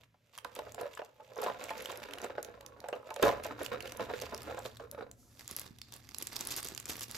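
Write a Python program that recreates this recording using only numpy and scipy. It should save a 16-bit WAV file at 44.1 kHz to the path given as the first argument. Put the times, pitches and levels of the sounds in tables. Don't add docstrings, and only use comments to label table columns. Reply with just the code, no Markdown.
import sys
import numpy as np
from scipy import signal
from scipy.fft import rfft, irfft, next_fast_len
from scipy.io import wavfile
from scipy.ndimage import uniform_filter1d

SR = 44100
rng = np.random.default_rng(int(sys.argv[2]) if len(sys.argv) > 2 else 0)


def to_wav(sig):
    pcm = np.clip(np.atleast_2d(sig), -1, 1) * 32767
    pcm = np.round(pcm).astype(np.int16)
    wavfile.write(sys.argv[1], SR, pcm.T)


N = 316197
T = np.arange(N) / SR

# (frequency [Hz], gain [dB])
ROOM_NOISE_COLOUR = [(30, -23.5), (110, 13.5), (650, -17.5), (2000, -10.5), (16000, -26)]
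# (frequency [Hz], gain [dB])
RUMBLE_COLOUR = [(20, -20.5), (33, -7.5), (80, 7.5), (100, -2.5), (118, 12), (150, -11.5), (250, -1),
                 (900, -38)]
# (time [s], level [dB])
RUMBLE_LEVEL = [(0, -69), (.25, -83), (.7, -60), (1.1, -78), (1.5, -66), (2.3, -64), (2.7, -64.5),
                (3.2, -70), (3.26, -44.5), (3.45, -58), (4.5, -55.5), (5.3, -64), (6.7, -60)]

# (frequency [Hz], strength [dB], undamped t60 [s]); below WALL_HZ whole tray, above it walls
TRAY_MODES = [(224.4, -7.5, 0.051), (295, -10.5, 0.17), (370, -8, 0.073), (437, -5, 0.17),
              (496, 3.5, 0.063), (581.3, 3, 0.053), (697, -1.5, 0.073), (850, -4.5, 0.11),
              (995, -4.5, 0.05), (1079, -7.5, 0.076), (1257, -8, 0.027), (1384, -10.5, 0.018),
              (1646, -13, 0.069), (1940, -24.5, 0.011)]
WALL_HZ = 400
# (time [s], gain [dB])
FLEX = [(0, -0.5), (1.35, -9.5), (1.55, 1), (2.3, 3), (2.8, -6), (3.15, -7), (3.23, -3), (3.6, 3),
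        (4.5, -1.5), (5.1, -4.5)]
# (frequency [Hz], gain [dB])
WALL_CRACK_COLOUR = [(400, -17), (900, 6.5), (1600, 10.5), (2200, 2.5), (2900, 6), (4200, -4),
                     (9000, -22.5)]
# (time [s], length [s], level [dB])
PUSHES = [(.452, 0.0066, -47.5), (.588, .03, -47.5), (.666, 0.02, -54), (.78, 0.02, -42),
          (.81, 0.056, -40.5), (1.203, 0.008, -50), (1.31, 0.015, -52), (1.372, 0.042, -39),
          (1.438, 0.055, -34), (1.615, 0.019, -46), (1.77, 0.057, -49.5), (1.905, 0.019, -44.5),
          (2.235, 0.0089, -39.5), (2.3, 0.02, -57.5), (2.48, 0.008, -49), (2.848, 0.022, -49),
          (2.945, 0.018, -43.5), (3.073, 0.0072, -42), (3.19, 0.03, -37.5), (3.234, 0.047, -24.5),
          (3.32, 0.077, -43), (3.447, 0.026, -46), (3.503, 0.013, -41), (3.608, 0.0099, -42),
          (3.724, 0.022, -35.5), (3.85, 0.0047, -41.5), (4.002, 0.024, -38), (4.097, 0.046, -38),
          (4.225, 0.029, -46), (4.33, 0.0082, -39), (4.475, 0.065, -42), (4.56, 0.032, -46.5),
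          (4.802, 0.054, -49.5), (4.934, 0.016, -47), (4.982, 0.029, -42.5)]
PUSH_ATTACK_S, PUSH_T60_S = 0.02, 0.13
# (time [s], level [dB])
RESTING = [(0, -65.5), (.1, -89), (.3, -76.5), (.6, -57.5), (.9, -58), (1.15, -69), (1.55, -49.5),
           (2.1, -49.5), (2.35, -51.5), (2.7, -57), (3.05, -56), (3.85, -51), (4.25, -53), (4.65, -54),
           (4.78, -80), (5.06, -54), (5.15, -75), (5.4, -72.5), (5.6, -86)]
# (time [s], level [dB], centre of answering modes [Hz])
KNOCKS = [(0.142, -67, 800), (0.3772, -52, 1440), (0.4486, -40.5, 1130), (0.566, -46, 434),
          (0.5891, -39.5, 584), (0.668, -46.5, 630), (0.744, -50.5, 684), (0.789, -48, 556),
          (0.8157, -41, 640), (.856, -49, 540), (0.973, -45, 1520), (0.992, -38.5, 614),
          (1.018, -41.5, 657), (1.3669, -45.5, 710), (1.4224, -39, 810), (1.4636, -34.5, 665),
          (1.4979, -37.5, 640), (1.7059, -35.5, 755), (1.898, -43.5, 1080), (2.2445, -39, 560),
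          (2.2983, -42.5, 560), (2.381, -34, 560), (2.841, -42, 600), (2.8868, -38, 700), (2.928, -34, 607),
          (3.108, -40.5, 946), (3.1624, -40, 630), (3.2272, -24.5, 640), (3.2307, -21, 352),
          (3.2605, -28.5, 1003), (3.269, -35, 617), (3.2905, -28, 721), (3.324, -39.5, 610),
          (3.454, -37, 640), (3.5904, -48, 920), (3.6139, -37, 472), (3.996, -35.5, 620),
          (4.0915, -45, 600), (4.219, -40.5, 490), (4.508, -43, 850), (4.5802, -40, 755),
          (4.6539, -40, 524), (4.799, -45.5, 590), (4.986, -53, 660), (5.025, -44, 524)]
# (frequency [Hz], level difference [dB])
TRAY_BALANCE = [(300, 0.5), (450, -8), (620, -0.5), (900, -1.5), (2000, -1)]
THUMP_S = 3.229

# (time [s], length [s], level [dB])
FILM_RUSTLES = [(.005, 0.037, -68), (.335, 0.05, -63), (.556, 0.032, -54), (.932, 0.012, -60),
                (1.42, 0.046, -48), (1.599, 0.032, -56), (1.645, 0.063, -54), (1.772, 0.056, -54),
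                (1.892, 0.04, -52), (2.02, 0.02, -52.5), (2.22, 0.033, -56), (3.22, 0.093, -47.5),
                (3.437, 0.031, -49), (3.595, 0.084, -54), (3.857, 0.032, -52.5), (3.997, 0.032, -52.5),
                (4.15, 0.11, -54), (4.65, 0.0091, -46), (5.392, 0.019, -52.5), (5.479, 0.094, -53),
                (5.566, 0.06, -49), (5.66, 0.014, -48.5), (5.922, 0.041, -54), (6.185, 0.046, -49.5),
                (6.312, 0.1, -49), (6.395, 0.073, -49.5), (6.502, 0.035, -43.5), (6.571, 0.028, -41.5),
                (6.642, 0.05, -48), (6.88, 0.035, -40), (6.94, 0.078, -46.5), (7.085, 0.042, -49),
                (7.148, 0.028, -43.5)]
RUSTLE_ATTACK_S, RUSTLE_T60_S = 0.012, 0.1
# (time [s], level [dB])
HOLD = [(0, -104), (.27, -72.5), (.65, -65.5), (1.0, -65), (1.13, -72.5), (1.4, -64), (1.9, -58),
        (2.45, -71), (2.75, -73.5), (3.15, -68), (3.55, -68.5), (3.9, -62.5), (4.7, -57.5), (5.1, -91),
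        (5.42, -57.5), (5.77, -69), (6.5, -47.5), (7.15, -60.5)]
PUSH_DRAG_DB = -23
# (frequency [Hz], gain [dB])
NESTED_COLOUR = [(200, -21), (700, 5), (1500, 0.5), (2800, 7.5), (4000, 0), (7000, -2), (11000, -11),
                 (14000, -2.5), (16000, -34.5)]
# (frequency [Hz], gain [dB])
HELD_COLOUR = [(100, 2), (300, 9), (1100, 1.5), (2400, 0.5), (5200, 2), (11000, -6.5), (14000, -3),
               (16000, -40)]
LIFT_S = 4.59
# (time [s], level [dB], brightness as treble over body [dB])
SNAPS = [(0.3779, -38, 9.5), (0.3855, -37.5, -7.5), (0.4462, -37, -6.5), (.552, -39, 14.5),
         (0.5905, -39, -4), (0.721, -42, 5), (.7462, -39, 6), (.813, -38, 12), (0.951, -43.5, 6),
         (0.975, -47, -8), (1.0483, -48, 3), (1.359, -48, 3.5), (1.379, -44, 1), (1.418, -37, 32),
         (1.439, -35.5, 7.5), (1.6403, -34, 7), (1.692, -40, -12), (1.7048, -38, -5.5), (1.779, -39, 2),
         (1.8055, -41, -10), (1.8228, -40, 13), (1.8572, -32, -8), (1.898, -45, -10), (1.918, -38.5, 4),
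         (1.9743, -39.5, 14.5), (2.109, -44, -9), (2.135, -34.5, -6), (2.184, -38, -8.5),
         (2.217, -38.5, 2.5), (2.245, -39, 6), (2.4287, -32.5, 9), (2.4476, -37, 2.5), (2.609, -44, -6),
         (2.663, -39.5, 3), (2.803, -43.5, -2), (2.886, -39, 6.5), (3.104, -40.5, -11.5), (3.142, -40, 5.5),
         (3.1615, -35.5, -6.5), (3.282, -37, 2.5), (3.437, -38.5, 19), (3.4473, -36.5, 6),
         (3.6325, -36, 12.5), (3.662, -33, -7.5), (3.805, -37.5, -9), (3.825, -39.5, -1.5),
         (3.872, -45, -7), (3.875, -39.5, -7.5), (3.921, -34.5, 3.5), (3.972, -39.5, 13), (4.029, -47, 1.5),
         (4.2004, -38, -3), (4.215, -37.5, 4), (4.3461, -32.5, 1), (4.378, -38, 3), (4.419, -38.5, -1),
         (4.4314, -40, 11), (4.5916, -41, 6.5), (4.77, -43.5, -3.5), (4.9138, -35.5, 13), (5.114, -41, 5.5),
         (5.478, -32.5, 7), (5.512, -33, 11), (5.565, -27.5, 19), (5.586, -47, 12), (5.5959, -30.5, 16),
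         (5.615, -39, 18), (5.786, -45, -1), (5.8157, -38.5, -1.5), (5.923, -38.5, -1.5), (5.939, -38, 7.5),
         (5.964, -46, 14), (6.09, -40, 1), (6.146, -32, 0), (6.1846, -30, 11.5), (6.224, -41, 18),
         (6.2708, -29, 5.5), (6.3648, -27, 0.5), (6.3916, -37, 2), (6.409, -26.5, 5), (6.4512, -35, 15),
         (6.472, -27.5, 11), (6.4875, -37, 2), (6.5065, -35, 4), (6.522, -30.5, 1.5), (6.565, -30, 12),
         (6.604, -35, 13), (6.63, -32, 9.5), (6.647, -33, 19), (6.651, -34, 9.5), (6.6724, -35, 5),
         (6.686, -31, 5.5), (6.749, -34, 4.5), (6.777, -29.5, -0.5), (6.8, -34, 6.5), (6.856, -32.5, 5),
         (6.8899, -40, 13), (6.968, -39, 13), (6.995, -35, 5), (7.0086, -33, 11), (7.032, -37.5, 6),
         (7.084, -46, 10), (7.1124, -33.5, 10.5)]
SNAP_CRACK_S = 0.00033
FACET_HZ, FACET_DB_PER_OCTAVE, FACET_RANGE_HZ = 4930, 10.5, (1604, 11460)
FILM_MODE_BINS, FILM_MODE_DB = 7, 6.5
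CLICK_LEAD = 64
# (time [s], length [s], level [dB], central facet pitch [Hz])
RUNS = [(1.843, 0.012, -53, 2800), (3.225, 0.0049, -32, 4000), (3.248, 0.042, -45.5, 4000),
        (3.644, 0.012, -46, 3160), (4.214, 0.0083, -43, 2600), (6.2224, 0.006, -36.5, 4600),
        (6.358, 0.011, -42.5, 3900), (6.507, .02, -39.5, 5360), (6.561, 0.0297, -42, 6000),
        (6.886, 0.015, -39.5, 5970), (6.9, 0.037, -49.5, 5100), (7.017, 0.026, -42.5, 4400),
        (7.151, 0.014, -48, 5540)]
RUN_SNAPS_PER_S = 650
# (frequency [Hz], level difference [dB])
BAG_BALANCE = [(100, -6.5), (600, -5), (2400, -6), (4500, -5.5), (7000, -1.5), (16000, 1)]

# (time [s], level [dB])
SLIDE = [(5.1, -100), (5.2, -66.5), (5.3, -71), (5.45, -65), (5.55, -100)]
# (time [s], level [dB], pitch [Hz])
PATS = [(5.514, -53.5, 350), (5.659, -55, 310), (5.707, -53, 221), (6.223, -49, 348), (6.653, -51.5, 392),
        (6.72, -51, 340), (6.902, -60, 273)]
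# (frequency [Hz], strength [dB], t60 [s])
TICK_MODES = [(3700, -8, .012), (4450, 0, .012), (4900, -2, .014), (7250, -9, .01)]
TICK_S = 5.8165

ROOM_T60_S, ROOM_TREBLE_T60_S = 0.38, 0.13
# (frequency [Hz], phase [rad])
PORT_PHASE = [(0, 0), (600, -.05), (2500, -.6), (5800, -.4), (6900, .4), (9000, 3.1), (11300, 5.8),
              (13400, 6.9), (15500, 9.4)]
TOP_HZ = 15800


def undb(db):
    return 10 ** (np.asarray(db) / 20)


def rms(x):
    return np.sqrt(np.mean(x ** 2)) + 1e-12


def gain_curve(rows):
    return undb(np.interp(T, *np.transpose(rows)))


def response(points, hz):
    f, db = np.transpose(points)
    return undb(np.interp(np.log(hz + 1), np.log(f), db))


def colour(x, points):
    length = x.shape[-1]
    size = 2 * next_fast_len(length // 2 + SR // 40, real=True)
    hz = np.fft.rfftfreq(size, 1 / SR)
    return irfft(rfft(x, size) * response(points, hz))[..., :length]


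def place(x, balance):
    left = colour(x[0], [(f, db / 2) for f, db in balance])
    right = colour(x[1], [(f, -db / 2) for f, db in balance])
    return np.array([left, right])


def add(out, s, x):
    i = max(int(s * SR), 0)
    out[:, i:i + x.shape[-1]] += x[:, :max(N - i, 0)]


def ring(x, tail):
    return signal.oaconvolve(np.atleast_2d(x), np.atleast_2d(tail), axes=-1)[:, :N]


def fade(t, t60):
    return np.exp(-np.log(1000) * t / t60)


def steady(x, span_s):
    size = max(int(span_s * SR), 8)
    power = np.mean(x ** 2, axis=0)
    power = uniform_filter1d(uniform_filter1d(power, size), size)
    return x / np.sqrt(np.maximum(power, 0) + 1e-4 * power.mean())


def walk(rate):
    knots = rng.standard_normal(400)
    return 1.57 * np.interp(T * rate, np.arange(len(knots)), knots)


def slips(rate, spread_db):
    chance = rng.random(N)
    size = np.minimum(rng.exponential(size=N), 4)
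    sign = rng.choice([-1, 1], N)
    return (chance < rate / SR) * undb(spread_db * size) * sign


def efforts(rows, attack_s, t60):
    power = np.zeros(N)
    for s, length_s, db in rows:
        start, stop = int((s - attack_s) * SR), int((s + length_s + t60) * SR)
        span = slice(max(start, 0), stop)
        t = T[span] - s
        swell = np.clip(1 + t / attack_s, 0, 1) ** 2
        release = fade(np.maximum(t - length_s, 0), t60)
        power[span] += (undb(db) * swell * release) ** 2
    return np.sqrt(power)


def click(facet_hz, facet_db, crack_s, scatter_s, scatter_db, octaves=0.11):
    t = np.arange(1024) / SR
    crack = rng.standard_normal(len(t)) * t * np.exp(-t / crack_s)
    bins = np.arange(len(t) // 2 + 1) / FILM_MODE_BINS
    strengths = rng.standard_normal(len(bins))
    film_modes = undb(FILM_MODE_DB * np.interp(bins, np.arange(len(bins)), strengths))
    noise = 0.5 * rng.standard_normal(len(t)) + rng.standard_normal((2, len(t)))
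    noise = irfft(rfft(noise) * film_modes)
    scatter = noise * np.exp(-t / scatter_s) * (1 - np.exp(-t / crack_s / 2))
    x = crack / rms(crack) + undb(scatter_db) * scatter / rms(scatter)
    spectrum = rfft(np.pad(x, ((0, 0), (CLICK_LEAD, CLICK_LEAD))))
    broad = uniform_filter1d(np.mean(abs(spectrum) ** 2, axis=0), size=130)
    hz = np.linspace(1, SR / 2, len(broad))
    peak = np.exp(-(np.log2(hz / facet_hz) / octaves) ** 2)
    resonance = undb(facet_db * (peak - 1.22))
    return irfft(spectrum * resonance / np.sqrt(broad))


def mode_ring(hz, t60, skew, scatter=1, build=0.34):
    t = np.arange(SR // 6) / SR
    phase = 2 * np.pi * scatter * rng.random() + np.array([[skew], [-skew]])
    x = np.sin(2 * np.pi * hz * t + phase) * fade(t, t60)
    x = x * (1 - np.exp(-(hz * t / build) ** 2))
    return x / np.sqrt(np.sum(x ** 2) / 2)


def background(noise_db=-75, rumble_db=0):
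    air = rng.standard_normal(N) + 0.15 * rng.standard_normal((2, N))
    air = colour(air, ROOM_NOISE_COLOUR)
    rumble = rng.standard_normal(N) + 0.35 * rng.standard_normal((2, N))
    rumble = steady(colour(rumble, RUMBLE_COLOUR), span_s=0.13) * gain_curve(RUMBLE_LEVEL)
    return undb(noise_db) * air / rms(air) + undb(rumble_db) * rumble


def rubbing():
    return np.hypot(efforts(PUSHES, PUSH_ATTACK_S, PUSH_T60_S), gain_curve(RESTING))


def stick_slip(rate):
    stuck = rng.gamma(2, 0.5, size=3000)
    samples = (np.cumsum(stuck) / rate * SR).astype(int)
    return np.bincount(samples, stuck, N)[:N]


def bending_mode(push, hz, t60, bend, skew):
    turn = np.exp(2j * np.pi * np.cumsum(hz * (1 + bend * walk(rate=16))) / SR)
    pole = fade(1 / SR, t60)
    band = signal.butter(1, [hz / 1.5, hz * 1.5], "bandpass", fs=SR, output="sos")
    push = signal.sosfilt(band, push)
    z = turn * signal.lfilter([np.sqrt(1 - pole ** 2)], [1, -pole], push * turn.conj())
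    return np.imag(z * np.exp(1j * np.array([[skew], [-skew]])))


def wall_crack():
    x = click(960, facet_db=7.5, crack_s=0.00039, scatter_s=0.01, scatter_db=3.0, octaves=0.74)
    return colour(x, WALL_CRACK_COLOUR)


def tray_rub(level_db=-1, rasp_db=-9, wander_db=3.5, skew=0.51, grit_db=-19):
    grit = slips(rate=700, spread_db=2.5)
    jerks = stick_slip(rate=100) + undb(grit_db) * grit
    flex = gain_curve(FLEX)
    body = 0
    for hz, db, t60 in TRAY_MODES:
        push = jerks * rng.standard_normal(N) * undb(db + wander_db * walk(rate=14))
        if hz < WALL_HZ:
            push = push * flex
        body = body + bending_mode(push, hz, t60, 0.025, skew * rng.standard_normal())
    rasp = steady(ring(jerks, wall_crack()), span_s=0.12) * flex
    body = steady(body, span_s=0.022)
    return (body * undb(level_db) + rasp * undb(rasp_db)) * rubbing()


def film_motion():
    rustles = efforts(FILM_RUSTLES, RUSTLE_ATTACK_S, RUSTLE_T60_S)
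    drag = undb(PUSH_DRAG_DB) * rubbing()
    return np.sqrt(rustles ** 2 + drag ** 2 + gain_curve(HOLD) ** 2)


def crinkle(nested_db=2, held_db=-1, hiss_db=-15, hiss_growth=0.99, crease_rate=90,
            crease_db=-2, count=13):
    swarm = 0
    creases = slips(rate=crease_rate, spread_db=3.0) * undb(crease_db)
    cluster = undb(7 * np.clip(walk(rate=50), -2, 2))
    for facet_hz in np.geomspace(1100, 13000, count):
        flips = slips(rate=32 * cluster, spread_db=4.2)
        facet = click(facet_hz, facet_db=10, crack_s=0.0003, scatter_s=0.003, scatter_db=-3, octaves=0.55)
        hits = flips + creases * rng.choice([-1, 1], N)
        swarm = swarm + ring(hits, facet) * (facet_hz / 4000) ** -0.15
    noise = rng.standard_normal(N) + 1.66 * rng.standard_normal((2, N))
    motion = film_motion()
    grain = steady(swarm, span_s=0.086) * motion * np.minimum(motion / undb(-67.0), 1)
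    hiss = undb(hiss_db) * noise * rms(motion) * (motion / rms(motion)) ** hiss_growth
    film = grain + hiss
    lifted = np.clip((T - LIFT_S) / 0.078, 0, 1)
    nested = (1 - lifted) * undb(nested_db) * colour(film, NESTED_COLOUR)
    held = lifted * undb(held_db) * colour(film, HELD_COLOUR)
    return nested + held


def tray_knocks(level_db=0, crack_db=-8, damping=0.87, focus_db=12, octaves=0.65, bend=0.028):
    out, flex = np.zeros((2, N)), gain_curve(FLEX)
    for s, knock_db, centre_hz in KNOCKS:
        x = 0
        chances = rng.standard_normal((len(TRAY_MODES), 3))
        for (hz, db, t60), (weight, lag, detune) in zip(TRAY_MODES, chances):
            near_db = -focus_db * np.log(1 + (np.log2(hz / centre_hz) / octaves) ** 2)
            size = undb(db / 2 + near_db + 2 * weight)
            if hz < WALL_HZ:
                size = size * flex[int(s * SR)]
            mode_hz = hz * (1 + bend * detune)
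            x = x + size * mode_ring(mode_hz, t60 * damping, 0.3 * lag, scatter=0.6, build=0.8)
        crack = wall_crack()
        add(out, s, x / rms(x[:, :SR // 100]) * undb(knock_db + level_db))
        crack = crack / rms(crack[:, :SR // 100]) * undb(knock_db + crack_db)
        add(out, s - CLICK_LEAD / SR, crack)
    return out


def snaps(level_db=0, bass_db=-20, low_db=-4, air_db=-1, top_db=-9, pan_db=3.0, body_share=0.87):
    out = np.zeros((2, N))
    for s, db, bright_db in SNAPS:
        facet_hz = np.clip(FACET_HZ * 2 ** (bright_db / FACET_DB_PER_OCTAVE), *FACET_RANGE_HZ)
        body, air = -body_share * bright_db, (1 - body_share) * bright_db
        crack_s = SNAP_CRACK_S * (FACET_HZ / facet_hz) ** 2.12
        x = click(facet_hz, facet_db=8, crack_s=crack_s, scatter_s=0.002, scatter_db=-3, octaves=0.22)
        x = colour(x, [(250, body + bass_db), (900, body + low_db), (2200, body), (5500, 0.008),
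                       (11500, air + air_db), (16000, air + top_db)])
        ears = undb(pan_db * rng.standard_normal() * np.array([[1], [-1]]) / 2)
        add(out, s - CLICK_LEAD / SR, 20 * x * ears * undb(db + level_db))
    return out


def crease_runs(level_db=0, spread_db=4, spread_octaves=1.0, facet_db=8):
    out = np.zeros((2, N))
    for s, length_s, db, hz in RUNS:
        chain = np.zeros((2, N // 64))
        chances = rng.standard_normal((40, 2))
        for k, (size, pitch) in enumerate(chances):
            when = (k + rng.random()) / RUN_SNAPS_PER_S
            facet_hz = np.clip(hz * 2 ** (spread_octaves * pitch), *FACET_RANGE_HZ)
            x = click(facet_hz, facet_db, crack_s=0.0003, scatter_s=0.003, scatter_db=-4, octaves=0.3)
            if when < length_s:
                add(chain, when, x * undb(spread_db * size))
        chain = colour(chain, [(300, 3.5), (1200, -4), (2500, 5), (7000, 10.5), (11000, 4.5),
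                               (14000, 10.5), (16000, -19.5)])
        mean_level = np.sqrt(np.sum(chain ** 2) / (2 * length_s * SR))
        add(out, s - CLICK_LEAD / SR, chain * undb(db + level_db) / mean_level)
    return out


def thump(level_db=-44.0, hz=130, t60=0.11):
    out, t = np.zeros((2, N)), np.arange(SR // 4) / SR
    x = rng.standard_normal(len(t)) * fade(t, t60) * (1 - np.exp(-t / 0.0017))
    x = colour(x, [(hz / 5, -6), (hz / 2, -4), (hz, 0), (hz * 2, -14), (hz * 10, -60)])
    add(out, THUMP_S, np.array([x, x]) / rms(x[:SR // 40]) * undb(level_db))
    return out


def slide():
    hiss = rng.standard_normal(N) + 0.5 * rng.standard_normal((2, N))
    hiss = colour(hiss, [(1000, -27.0), (6000, 4.5), (12000, 1.5), (16000, -13.5)])
    return gain_curve(SLIDE) * hiss / rms(hiss)


def pats(level_db=1, t60=0.025, palm_ratio=0.58):
    out = np.zeros((2, N))
    for s, db, hz in PATS:
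        x = mode_ring(hz, t60, 0) + 0.5 * mode_ring(hz * palm_ratio, t60, 0)
        add(out, s, x / rms(x[:, :SR // 100]) * undb(db + level_db))
    return out


def figurine_tick(level_db=-46.5, wet_db=-5, room_t60=0.4):
    out, t = np.zeros((2, N)), np.arange(SR // 3) / SR
    x = 0
    for hz, db, t60 in TICK_MODES:
        x = x + undb(db) * mode_ring(hz, t60, 0.2 * rng.standard_normal())
    add(out, TICK_S, x / rms(x[:, :SR // 200]) * undb(level_db))
    tail = rng.standard_normal((2, len(t))) * fade(t, room_t60)
    return out + undb(wet_db) * ring(out, tail / np.sqrt(np.sum(tail ** 2) / 2))


def room(x, wet_db, echo_db, echo_s=0.067):
    t = np.arange(SR // 2) / SR
    noise = rng.standard_normal((2, len(t)))
    low = signal.sosfilt(signal.butter(2, 3000, fs=SR, output="sos"), noise)
    treble = noise - low
    tail = low * fade(t, ROOM_T60_S) + 1.47 * treble * fade(t, ROOM_TREBLE_T60_S)
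    tail = tail * np.clip(t / 0.018, 0, 1)
    tail = tail / np.sqrt(np.sum(tail ** 2) / 2)
    lag = int(echo_s * SR)
    echo = np.pad(x, ((0, 0), (lag, 0)))[:, :N]
    return x + undb(wet_db) * ring(x, tail) + undb(echo_db) * echo


def scene():
    tray = place(tray_rub() + tray_knocks() + thump(), TRAY_BALANCE)
    bag = place(crinkle() + snaps() + crease_runs() + slide() + pats(), BAG_BALANCE)
    tray = room(tray, wet_db=-17, echo_db=-28)
    bag = room(bag, wet_db=-12.5, echo_db=-29.5)
    return background() + tray + bag + figurine_tick()


def record(dry):
    size = 2 * next_fast_len(N // 2 + SR // 40, real=True)
    phase = np.interp(np.fft.rfftfreq(size, 1 / SR), *np.transpose(PORT_PHASE))
    shift = np.exp(0.5j * phase * np.array([[1], [-1]]))
    ports = irfft(rfft(dry, size) * shift)[:, :N]
    top_cut = signal.ellip(8, 0.1, 60, TOP_HZ, fs=SR, output="sos")
    return signal.sosfiltfilt(top_cut, ports)


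dry = scene()
out = record(dry)
to_wav(out)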